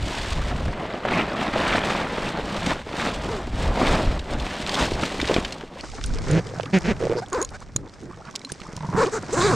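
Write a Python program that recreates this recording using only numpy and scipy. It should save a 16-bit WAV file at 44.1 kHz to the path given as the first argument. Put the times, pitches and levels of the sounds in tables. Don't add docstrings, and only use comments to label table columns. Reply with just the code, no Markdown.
import sys
import numpy as np
from scipy import signal
from scipy.fft import rfft, irfft, next_fast_len
from scipy.io import wavfile
from scipy.ndimage import uniform_filter1d, map_coordinates

SR = 44100
rng = np.random.default_rng(int(sys.argv[2]) if len(sys.argv) > 2 else 0)


def ratio(d):
    e = np.asarray(d, float) / 20
    return 10 ** e


def unload_wav(signal):
    wavfile.write(
        sys.argv[1],
        SR,
        np.round(np.clip(np.atleast_2d(signal).T, -1, 1) * 32767).astype(np.int16),
    )


N = 421155
T = np.arange(N) / SR


def unit(x):
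    return x / np.sqrt(np.mean(x ** 2) + 1e-20)


def curve(rows):
    s, value = np.transpose(rows)
    return np.interp(T, s, value)


def along(points, hz):
    at, db = np.transpose(points)
    return ratio(np.interp(np.log(hz + 1), np.log(at + 1), db))


def window(t0, t1, fade):
    return np.clip((T - t0) / fade, 0, 1) * np.clip((t1 - T) / fade, 0, 1)


def wobble(rate):
    return map_coordinates(rng.standard_normal(int(N * rate / SR) + 4), [T * rate])


def bandpass(x, low_hz, high_hz):
    return signal.sosfilt(signal.butter(2, [low_hz, high_hz], "bandpass", fs=SR, output="sos"), x)


def coloured(x, spectrum):
    size = next_fast_len(N + 8192)
    gain = along(spectrum, np.fft.rfftfreq(size, 1 / SR))
    return unit(irfft(rfft(x, size) * gain, size)[..., :N])


def gritty(per_second, spread_db, share, life):
    sizes = ratio(spread_db * np.minimum(rng.exponential(size=N), 2.6))
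    hits = (rng.random(N) < per_second / SR) * sizes
    age = np.arange(SR // 20) / SR / life
    swell = unit(signal.fftconvolve(hits, age * np.exp(-age))[:N])
    return rng.standard_normal(N) * np.sqrt(1 - share + share * swell ** 2)


def swells(rows, rise, fall, bed_db):
    t = T[::64, None]
    s, hold, db, *cols = np.transpose(rows)
    row_db = db - rise * np.maximum(s - t, 0) - fall * np.maximum(t - s - hold, 0)
    power = ratio(2 * row_db) + ratio(2 * bed_db) / len(s)
    total = power.sum(axis=1)
    values = [10 * np.log10(total)] + [power @ c / total for c in cols]
    return [np.interp(T, t[:, 0], v) for v in values]


def spread(mid, side, pan_db=0):
    return np.array([(mid + side) * ratio(pan_db / 2), (mid - side) * ratio(-pan_db / 2)])


def add(out, s, sound, pan_db=0):
    at = round(s * SR)
    out[:, at:at + len(sound)] += (ratio([[pan_db / 2], [-pan_db / 2]]) * sound)[:, :N - at]


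def ring(hz, t60, attack):
    t = np.arange(SR // 10) / SR
    return np.sin(2 * np.pi * hz * t) * ratio(-60 * t / t60) * (1 - np.exp(-t / attack))


def crack(t60, hz):
    t = np.arange(SR // 10) / SR
    noise = rng.standard_normal(len(t)) * ratio(-60 * t / t60) * (1 - np.exp(-t / 0.0002))
    burst = bandpass(noise, hz * 0.5, min(hz * 1.37, 9600))
    return burst / np.abs(burst).max()


# start in seconds, hold in seconds, buffet level in dB.
GUSTS = [(0, 0.67, -28.5), (1.15, 1.25, -43.5), (2.5, 1.2, -37.5), (3.6, 0.13, -25), (3.9, 0.21, -23.5),
         (4.4, 0.011, -27.5), (4.85, 0.093, -30), (5.2, 0.36, -37), (5.9, 0.043, -39), (6.06, 0.23, -28.5),
         (6.85, 0.081, -36), (7.38, 0.44, -42.5), (8.14, .02, -45.5), (8.6, 0.54, -51), (9.42, 0.12, -33.5)]
# frequency in Hz, density in dB per Hz.
BUFFET = [(8.8, -35), (15, -2.5), (54, -0.5), (130, -10.5), (222, -19.5), (244, -17), (400, -32),
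          (520, -28), (880, -120)]


def wind():
    level_db = swells(GUSTS, rise=89, fall=94, bed_db=-59)[0] + 3.4 * wobble(16)
    mid, side = coloured(rng.standard_normal((2, N)), BUFFET)
    return ratio(level_db) * spread(mid, .52 * side)


def pings(count, level_db):
    out = np.zeros((2, N))
    for when, size, softness in rng.random((count, 3)):
        s, hz = 5.7 * when, 850 * 6.48 ** size
        ping = ring(hz, 24 / hz, 0.0012)[:SR // 20]
        add(out, s, ratio(level_db[round(s * SR)] - 24.0 * softness) * ping)
    return out


# start in seconds, hold in seconds, slosh level in dB, clatter above slosh in dB.
SHOVES = [(0, 0.086, -36, -2.5), (.12, 0.32, -36, 4), (.5, 0.47, -31.5, -3), (1.14, 0.063, -21.5, -0.5),
          (1.29, 0.1, -29, -3), (1.43, 0.006, -24.5, 0.5), (1.66, 0.073, -23.5, 2), (1.56, 0.028, -25, 0.5),
          (1.78, 0.25, -27, 1.5), (2.14, 0.13, -31, 0), (2.28, .01, -28, -0.5), (2.36, 0.21, -30, -2.5),
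          (2.67, 0.07, -25.5, 0.5), (3.0, 0.089, -26.5, -1), (3.2, 0.22, -30.5, -6),
          (3.64, 0.017, -25.5, -4), (3.81, 0.14, -19, -6), (4.0, 0.15, -29.5, -5.5),
          (4.33, 0.0035, -27.5, -7.5), (4.42, 0.33, -33.5, 0.5), (4.81, 0.022, -22, -3),
          (5.03, 0.0071, -26, -3), (5.1, 0.11, -34, -4.5), (5.29, 0.095, -30, -2),
          (5.46, 0.08, -34.5, -7.5), (5.6, 0.021, -41.5, -5.5), (5.78, 0.012, -37.5, -7)]
# start in seconds, length in seconds, level change in dB.
PAUSES = [
    (1.225, 0.055, -1),
    (1.483, 0.05, -2.5),
    (2.726, 0.13, -6),
]
# time in seconds, treble gain in dB.
BRIGHT = [(0, 7), (.45, 3), (.9, -7.5), (2.3, -2.5), (2.7, 2), (4.5, 3), (5.05, 7.5), (5.8, 3.5)]
# frequency in Hz, density in dB per Hz.
SLOSH = [(60, -16.5), (175, 0.5), (474, -5.5), (606, -2.5), (1390, -15.5), (1670, -24), (2000, -22),
         (2600, -30), (4400, -120)]
# frequency in Hz, density in dB per Hz.
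CLATTER = [(410, -5.5), (700, -5.5), (1390, -7), (1670, -6.5), (3630, -12), (6350, -22.5), (8230, -24.5),
           (11400, -39.5), (13600, -26.5), (15500, -55)]


def shovelled_ice():
    slosh_db, clatter_db = swells(SHOVES, rise=110, fall=138, bed_db=-47)
    for s, length, db in PAUSES:
        slosh_db = slosh_db + db * window(s, s + length, 0.011)
    clatter_db = slosh_db + clatter_db
    surge = wobble(22.09)

    water = coloured(gritty(200, spread_db=2.5, share=0.54, life=0.0027), SLOSH)
    slosh = ratio(slosh_db + 0.62 * surge + 1.03 * wobble(30)) * water

    large, small = [coloured(gritty(450, spread_db=5, share=0.54, life=0.0014), CLATTER) for _ in range(2)]
    large = signal.sosfilt(signal.butter(2, 3100, "low", fs=SR, output="sos"), large)
    small = signal.sosfilt(signal.butter(2, 3100, "high", fs=SR, output="sos"), small)
    clatter = large + ratio(curve(BRIGHT) + 1.48 * wobble(35)) * small
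    clatter = ratio(clatter_db + surge) * clatter
    flow = 0.8 * (slosh + clatter) * window(-1, 5.82, 0.017)
    return flow + pings(count=1100, level_db=clatter_db + 12.5)


# time in seconds, peak in dB, ring in Hz.
LUMPS = [(0.511, -13.5, 950), (1.051, -6, 610), (2.67, -11, 248), (2.868, -17, 243), (3.064, -8, 774),
         (4.808, -16, 420), (4.878, -12, 450), (4.918, -11, 378), (4.988, -12, 480), (5.029, -10.5, 190),
         (5.118, -17, 430), (5.143, -19, 400), (5.334, -10, 420), (5.19, -12.5, 244), (5.228, -11.5, 268),
         (5.296, -4.5, 448), (5.311, -3.5, 338), (5.363, -2.5, 243), (5.383, -5.5, 186), (5.635, -19, 377)]


def lumps():
    out = np.zeros((2, N))
    for s, db, hz in LUMPS:
        add(out, s, ratio(db - 2.5) * (ring(hz, 6 / hz, 0.00065) + 0.51 * crack(0.04, 1.54 * hz)))
    return out


# time in seconds, peak in dB, ring in Hz.
CHIPS = [(1.0535, -23, 2240), (4.036, -20, 2720), (4.193, -19.5, 3780), (4.3987, -19, 3460),
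         (4.8274, -19, 2330), (4.9344, -20, 4300), (5.101, -20, 1890), (5.1993, -11.5, 2000),
         (5.214, -12, 3610), (5.243, -18, 1990), (5.2742, -15, 3780), (5.2859, -16, 2760),
         (5.3158, -15, 2040), (5.341, -9.5, 3550), (5.363, -10, 2370), (5.448, -13, 3070),
         (5.523, -16.5, 4260)]


def chips():
    out = np.zeros((2, N))
    for s, db, hz in CHIPS:
        add(out, s, ratio(db - 3.0) * (0.51 * ring(hz, 0.028, 0.00045) + 0.8 * crack(0.04, hz)))
    return out


# start in
# seconds, length in seconds, level in dB, band centre in Hz, width in octaves.
RUBS = [(5.785, 0.016, -40.5, 2400, .8), (5.958, 0.034, -48, 900, 1.2), (6.149, 0.035, -43, 1300, 1.4),
        (6.499, 0.021, -50.5, 1100, 1.1), (7.16, 0.038, -42.5, 4860, 0.36), (7.536, 0.027, -48, 1780, 0.84),
        (7.768, 0.11, -42.5, 324, 1), (7.821, 0.053, -49, 955, .6), (8, .11, -42.5, 320, 0.81),
        (8.09, 0.065, -49, 1270, 1), (8.176, 0.033, -45.5, 600, 1.1), (8.238, 0.056, -43.5, 1090, 1),
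        (8.26, .045, -42.5, 170, .7), (9.112, 0.061, -39.5, 6600, 0.44), (9.321, 0.16, -36.5, 7000, 0.41),
        (9.432, 0.036, -35, 4680, .15), (9.4, 0.093, -35, 3900, .3), (9.125, 0.055, -31.5, 1330, 0.43),
        (9.419, 0.065, -37, 2260, .15), (1.131, .09, -31, 2240, 0.43), (1.1, 0.12, -29, 185, 0.54),
        (1.582, 0.17, -30.5, 1600, 0.52), (2.5, 0.19, -34, 192, 0.32), (4.76, 0.065, -27.5, 1050, .8)]


def rubs():
    out, t = np.zeros((2, N)), np.arange(SR // 3) / SR
    for s, length, db, hz, octaves in RUBS:
        noise = rng.standard_normal(len(t))
        noise = unit(bandpass(noise, hz * 2 ** (-octaves / 2), hz * 2 ** (octaves / 2)))
        noise = noise * ratio(2.5 * wobble(44.3)[:len(t)])
        stroke = np.clip(t / 0.011, 0, 1) * np.clip((length - t) / 0.013 + 1, 0, 1)
        add(out, s, ratio(db) * noise * stroke, rng.normal(-1.6, 2.6))
    return out


def stick_slip(rates, strokes, roughness, falls, radiation, hiss_spectrum, folds, jitter, fade):
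    tone, gate, snaps = np.zeros((3, N))
    for rows, (level_db, swell_db, hiss_db), rough, fall_db in zip(rates, strokes, roughness, falls):
        t0, t1 = rows[0][0], rows[-1][0]
        live = window(t0, t1, fade)
        hz = uniform_filter1d(curve(rows), size=170)
        swell = swell_db * np.clip((T - t0) / (t1 - t0) - .5, -1, 1)
        grip = 8.5 * (1 - window(t0, t1, 0.017))
        db = level_db + swell - grip
        phase = 2 * np.pi * np.cumsum(hz * (1 + jitter * rough * wobble(300))) / SR
        stack = np.zeros(N)
        for k in range(1, 7):
            gain = radiation(k * hz) * ratio(12.7 * rough * wobble(70) - fall_db * (k - 1))
            stack += gain * np.cos(k * phase + 0.68 * k * k)
        tone += live * ratio(db) * stack / np.sqrt(np.mean(stack[live > 0] ** 2))
        hiss_gain = live * ratio(db + hiss_db)
        gate += hiss_gain * 1.6 * (.2 + .85 * np.cos(phase / 2) ** 4)
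        slips = np.diff(np.floor(phase / (2 * np.pi) + .5), prepend=0)
        snaps += (1 - rough) ** 2 * hiss_gain * slips
    hiss = gate * coloured(rng.standard_normal(N), hiss_spectrum)
    for low_hz, high_hz, fold_db in folds:
        hiss = hiss + ratio(fold_db) * bandpass(snaps, low_hz, high_hz)
    mid = tone + hiss
    return spread(mid, 0.12 * np.roll(mid, 90), pan_db=-0.5)


# time in seconds, rate in slips per second.
FINGER_RATE = [
    [(7.17, 470), (7.185, 464), (7.203, 455)],
    [(7.22, 680), (7.248, 830)],
    [(7.322, 400), (7.336, 350), (7.358, 530), (7.372, 490), (7.392, 290), (7.41, 350), (7.43, 520),
     (7.447, 530)],
    [(8.962, 330), (8.986, 470), (9.0, 415), (9.022, 580), (9.033, 500), (9.052, 400)],
    [(9.06, 330), (9.08, 400), (9.09, 560), (9.104, 830)],
    [(9.12, 420), (9.145, 450), (9.172, 440), (9.195, 250)],
    [(9.312, 300), (9.322, 330), (9.36, 640)],
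    [(9.36, 280), (9.375, 335), (9.39, 358), (9.41, 345), (9.467, 435), (9.485, 370), (9.507, 380),
     (9.527, 270), (9.555, 190)],
    [(3.27, 280), (3.31, 470), (3.43, 310)],
    [(9.482, 720), (9.507, 765), (9.527, 550)],
    [(7.535, 720), (7.57, 790)],
    [(7.61, 720), (7.632, 1460)],
]
# level in dB, swell along the stroke in dB, hiss above tone in dB.
FINGER_STROKES = [(-22, 2, -12), (-29, -13, -12), (-25.5, -8, -11), (-18, 5, -9.5), (-26.5, -16, -27),
                  (-27.5, 0, -5.5), (-24.5, 12, -8.5), (-20.5, 2, -6), (-33, -6, -11), (-22, -7, -20),
                  (-39, 0, 1), (-38.5, 4, -1)]
FINGER_ROUGH = [.25, .2, .14, .1, .15, .25, .15, .12, .15, .1, .2, .1]
# fall from one overtone to the next in one stroke, in dB.
FINGER_FALL = [5, 9, 0, 0, 3.5, 9, 9, 0.5, 1, 12, 1, 4]
# frequency in Hz, gain in dB.
VINYL = [(200, -7.5), (450, 4), (750, -10.5), (1080, 0), (1350, -7.5), (1750, -12.5), (2400, -22.5),
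         (3500, -41)]
# frequency in Hz, density in dB per Hz.
SCRUB = [(530, -3.5), (900, -3.5), (1650, -2.5), (1910, -24), (2250, -11.5), (3070, -24), (3810, -20),
         (7420, -15.5), (15500, -53)]


def finger_squeaks():
    return stick_slip(FINGER_RATE, FINGER_STROKES, FINGER_ROUGH, FINGER_FALL, lambda hz: along(VINYL, hz),
                      SCRUB, folds=[(3600, 5000, 18)], jitter=0.13, fade=0.0011)


# time in seconds, peak in
# dB, centre in Hz.
CRUMBS = [(4.4656, -16.5, 1860), (4.5745, -26, 2300), (4.6039, -27, 3430), (4.6239, -22, 3250),
          (4.6438, -26, 2470), (4.6643, -15, 2950), (4.6932, -14, 3670), (4.7431, -24, 3470),
          (4.79, -11, 1600), (4.824, -16, 2340),
          (4.8744, -28, 1770), (4.9122, -22, 4070), (4.997, -20, 1620), (5.0344, -10, 1640),
          (5.1516, -26, 1510), (5.2544, -17, 3690), (5.3894, -22, 2200), (5.4231, -27, 2070),
          (5.5825, -29, 4180), (5.6096, -23, 1650), (5.6274, -26, 1540)]


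def trickle():
    out = np.zeros((2, N))
    for s, db, hz in CRUMBS:
        add(out, s, ratio(db - 2.5) * crack(.012, hz))
    return out


# time in seconds, peak in dB, pitch in Hz.
DRIPS = [(5.757, -35, 500), (5.77, -35, 950), (5.865, -39, 1100), (5.89, -39, 1200), (5.935, -34, 720),
         (5.948, -37, 410), (6.043, -30.5, 1400), (6.103, -36, 1404), (6.155, -31, 420), (6.463, -35, 430),
         (6.492, -34, 480), (6.511, -32, 466), (6.58, -31, 655), (6.632, -29, 455), (6.66, -31, 1150),
         (6.678, -35, 1500), (7.518, -38, 780), (7.85, -46, 950), (7.935, -46, 1300), (8.11, -37, 1050),
         (8.13, -39, 1140), (8.22, -39, 1250), (8.34, -39, 1050), (8.35, -41, 800), (8.416, -37, 2080),
         (8.452, -38, 259), (8.472, -39, 1000), (8.498, -30, 1540), (8.598, -38, 1150), (8.65, -37, 890),
         (8.665, -32.5, 1120), (8.69, -39, 1350)]


def bubbles():
    out, t = np.zeros((2, N)), np.arange(SR // 16) / SR
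    for (s, db, hz), place in zip(DRIPS, rng.random(len(DRIPS))):
        age = t * hz / 2.1
        tone = np.sin(2 * np.pi * hz * t * (1 + 0.015 * age)) * age * np.exp(1 - age)
        add(out, s, ratio(db) * tone, 6 * place - 5)
    return out


# start in seconds, hold in seconds, body level in dB, hiss above body in dB.
PRESSES = [
    (5.8, 0.41, -46.5, 0),
    (6.28, 0.049, -37.5, -3.5),
    (6.45, 0.46, -43, -6.5),
    (7.04, 0.039, -35.5, -11.5),
    (7.38, 0.022, -46.5, -4),
    (7.54, 0.46, -54, -6.5),
    (8.12, .3, -51.5, -5),
    (8.5, 0.47, -50, -3),
    (9.02, 0.017, -33.5, -6.5),
    (9.42, 0.04, -28.5, -7),
]
# frequency in Hz, density in dB per Hz.
BODY = [(130, -21), (220, 1.5), (400, -2), (1000, -8), (1500, -9.5), (2300, -18), (3500, -51)]
# frequency in Hz, density in dB per Hz.
HISS = [(1200, -23), (2000, -6.5), (3000, -10.5), (5500, -7.5), (8500, -15), (10500, -30.5), (15500, -63)]


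def closed_bag():
    body_db, hiss_db = swells(PRESSES, rise=81, fall=68, bed_db=-57)
    hiss_db = body_db + hiss_db
    body_db = np.minimum(body_db, -37)
    body = [coloured(gritty(60, spread_db=3.0, share=0.67, life=0.0049), BODY) for _ in range(2)]
    hiss = [coloured(gritty(110, spread_db=4, share=.5, life=.001), HISS) for _ in range(2)]
    low = ratio(body_db + 3.0 + wobble(22)) * spread(body[0], 0.22 * body[1], pan_db=-1.0)
    high = ratio(hiss_db - 0.5 + 2.2 * wobble(30)) * spread(hiss[0], 0.17 * hiss[1], pan_db=-0.5)
    return (low + high) * window(5.78, 10, 0.022)


# start in seconds, hold in seconds, drum level in dB.
LOADS = [
    (6.05, .01, -42),
    (6.3, 0.061, -25),
    (6.46, 0.75, -32.5),
    (7.76, 0.024, -35),
    (8.03, 0.13, -38),
    (8.3, .24, -48),
    (8.85, 0.026, -32),
    (8.96, 0.027, -23),
    (9.2, .01, -30.5),
    (9.41, .14, -22.5),
]
# frequency in Hz, density in dB per Hz.
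DRUM = [(60, -22), (105, 7.5), (150, 5), (190, 5), (320, -46)]


def hull_drum():
    drum = coloured(rng.standard_normal((2, N)), DRUM)
    level_db = swells(LOADS, rise=190, fall=164, bed_db=-58)[0] - 4.0
    return ratio(level_db) * spread(drum[0], 0.062 * drum[1], pan_db=-0.8) * window(5.78, 10, 0.022)


# time in seconds, peak in dB, centre in Hz.
TICKS = [(5.809, -19.5, 4460), (5.9155, -31, 4410), (6.0126, -20.5, 2613), (6.0392, -15, 4980),
         (6.0612, -23, 9270), (6.146, -25, 5370), (6.1854, -22, 4770), (6.3124, -21.5, 6510),
         (6.6078, -19.5, 2650), (6.6316, -21, 3070), (6.657, -23, 2640), (7.33, -21, 6530),
         (7.4155, -21, 6980), (7.426, -15, 7000), (7.448, -19.5, 6490), (7.4899, -27, 4730),
         (7.7624, -11.5, 6750), (7.762, -22.5, 1080), (8.354, -18, 4800), (8.3591, -12.5, 5430),
         (8.3933, -27, 5560), (8.4483, -23, 4100), (8.449, -36, 9270), (8.519, -13.5, 6480),
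         (8.5195, -23, 9270), (8.6164, -25, 2310), (8.765, -21, 5500)]
# frequency in Hz, level in dB, 60 dB decay in seconds.
PULLER = [(4100, 2, 0.038), (6750, 11, 0.013), (9270, 4, 0.026)]


def ticks():
    out = np.zeros((2, N))
    for s, db, hz in TICKS:
        tick = 0.41 * ring(hz, 0.013, 0.00015) + 0.82 * crack(0.015, hz)
        if min(abs(hz / mode_hz - 1) for mode_hz, _, _ in PULLER) < .04:
            for mode_hz, level, t60 in PULLER:
                mode_db = level - 20.0 * abs(np.log2(hz / mode_hz)) + rng.normal(0, 2.5)
                tick = tick + 0.55 * ratio(mode_db) * ring(mode_hz, t60, 0.00028)
        add(out, s, ratio(db - 2.5) * tick, rng.normal(-1.5, 3.2))
    return out


# time in seconds, peak in dB, centre in Hz.
CREASES = [(6.1644, -25, 1760), (6.4762, -38, 1900), (6.4907, -31, 3500), (6.559, -36, 1580),
           (6.786, -21, 6930), (6.8089, -31, 5640), (6.8234, -29, 2330), (6.9481, -37, 2400),
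           (6.9664, -34, 2600), (7.1314, -40, 2550), (7.2614, -32, 3500), (7.2843, -32.5, 6800),
           (7.3003, -32, 6460), (7.3474, -23, 4500), (7.5044, -37, 9250), (7.6036, -35, 6060),
           (7.876, -36, 3540), (7.895, -36, 4160), (8.0127, -40, 6340), (8.0336, -42, 6630),
           (8.1434, -41, 3070), (8.2526, -34, 4470), (8.2726, -35, 2470), (8.2924, -38, 2320),
           (8.3105, -32, 6130), (8.3274, -39, 5590), (8.4154, -32, 3940), (8.602, -26, 4300),
           (8.6552, -36, 5440), (8.6692, -35, 5940), (8.7151, -37, 2310), (8.7281, -31, 5440),
           (8.8059, -35, 3830), (9.0514, -23, 2410), (9.0614, -20, 2430), (9.2269, -34.5, 8370)]


def creases():
    out = np.zeros((2, N))
    for s, db, hz in CREASES:
        click = 0.54 * ring(hz, 0.014, .0002) + 0.79 * crack(0.01, hz)
        add(out, s, ratio(db - 2.5) * click, rng.normal(-1.3, 3.6))
    return out


# start in seconds, length in seconds, peak in dB.
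CREAK_RUNS = [
    (6.268, .03, -19),
    (6.3, .095, -13.5),
    (7.004, .02, -13),
    (7.026, .05, -8.5),
    (7.098, .03, -8.5),
    (7.153, .024, -14),
]
# time in seconds, peak in dB, ring in Hz.
CREAKS = [
    (6.538, -22.5, 480),
    (6.598, -13.5, 620),
    (7.76, -18, 121),
    (8.519, -23.5, 156),
    (8.614, -29, 199),
    (8.687, -28, 192),
    (8.734, -25.5, 158),
    (8.763, -27, 111),
    (8.947, -17, 178),
]


def creaks():
    out = np.zeros((2, N))
    for start, length, db in CREAK_RUNS:
        for s in np.arange(start, start + length, .0085):
            late, loud, pitch = rng.normal(size=3)
            hz = 445 * (1 + 0.12 * np.clip(pitch, -2, 2))
            skin = ring(hz, 10 / hz, 0.0012) + 0.11 * crack(0.01, 2.4 * hz)
            skin = skin + 0.06 * crack(0.009, 2500) + 0.035 * crack(.006, 4800)
            belly = ring(156, 0.026, .0005)
            add(out, s + 0.0006 * late, ratio(db + 2.0 * loud) * skin + ratio(db - 12) * belly, -2.5)
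    for s, db, hz in CREAKS:
        slip = ring(hz, 6.0 / hz, 0.00028) + 0.45 * crack(0.013, 1.52 * hz)
        add(out, s, ratio(db + 1.5) * slip, rng.normal(-5.0, 3.1))
    return out


# time in seconds, rate in slips per second.
PALM_RATE = [
    [(6.285, 146), (6.335, 156), (6.395, 172), (6.405, 200)],
    [(6.727, 194), (6.75, 193), (6.792, 173)],
    [(6.835, 174), (6.878, 160)],
    [(6.862, 153), (6.897, 242), (6.93, 175)],
]
# level in dB, swell along the stroke in dB, hiss above tone in dB.
PALM_STROKES = [(-19, 6, -16), (-14.5, -5, -14.5), (-23.5, 1, -9.5), (-19.5, 3, -12)]
PALM_ROUGH = [.33, .12, .3, .22]
# frequency in Hz, density in dB per Hz.
PALM = [(600, -6.5), (1200, -10.5), (1600, -2.5), (2250, -16), (2800, -12.5), (6500, -19), (15500, -61)]


def palm_squeaks():
    return stick_slip(PALM_RATE, PALM_STROKES, PALM_ROUGH, [7] * len(PALM_RATE), lambda hz: 1, PALM,
                      folds=[(1700, 2600, 41), (3600, 5200, 16)], jitter=.2, fade=0.0072)


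# time in seconds, peak in dB.
RATCHET = [(8.503, -39), (8.656, -39), (8.774, -28.5), (8.806, -26), (8.832, -27), (8.846, -25),
           (8.861, -31), (8.888, -26), (8.904, -31), (8.927, -25)]


def zip_teeth():
    out = np.zeros((2, N))
    free_run = [(8.936 + .009 * k, -26 + .8 * k) for k in range(7)]
    for s, db in RATCHET + free_run:
        hz, knock_db = 1000 * (1 + 0.055 * rng.normal()), -5 + 3 * rng.normal()
        tooth = ring(hz, 0.024, 0.003) + 0.2 * crack(0.031, 1.04 * hz)
        knock = ring(157, 0.079, 0.0012)
        add(out, s, ratio(db + 8.0) * tooth + ratio(db + knock_db + 7.5) * knock, -1.5)
    return out


def scene():
    shovelling = shovelled_ice() + lumps() + chips() + trickle()
    pressing = closed_bag() + hull_drum() + bubbles() + rubs()
    squeaking = finger_squeaks() + palm_squeaks()
    handling = ticks() + creases() + creaks() + zip_teeth()
    return wind() + shovelling + pressing + squeaking + handling


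def roll_off(x):
    return signal.sosfilt(signal.butter(12, 15680, fs=SR, output="sos"), x)


# frequency in Hz, density in dB per Hz.
PORT_HISS = [(9500, -60), (11500, -4.5), (14500, -2), (15700, -30)]


def record(dry):
    mid, side = (dry[0] + dry[1]) / 2, (dry[0] - dry[1]) / 2
    dull = signal.butter(4, 10300, fs=SR, output="sos")
    ports = signal.sosfilt(dull, spread(mid, side * (T > 5.79)))
    treble = np.sqrt(np.abs(uniform_filter1d(np.diff(mid, prepend=0) ** 2, size=300)))
    ports = ports + ratio(-32) * treble * coloured(rng.standard_normal((2, N)), PORT_HISS)
    return roll_off(ports)


dry = scene()
out = record(dry)
unload_wav(out)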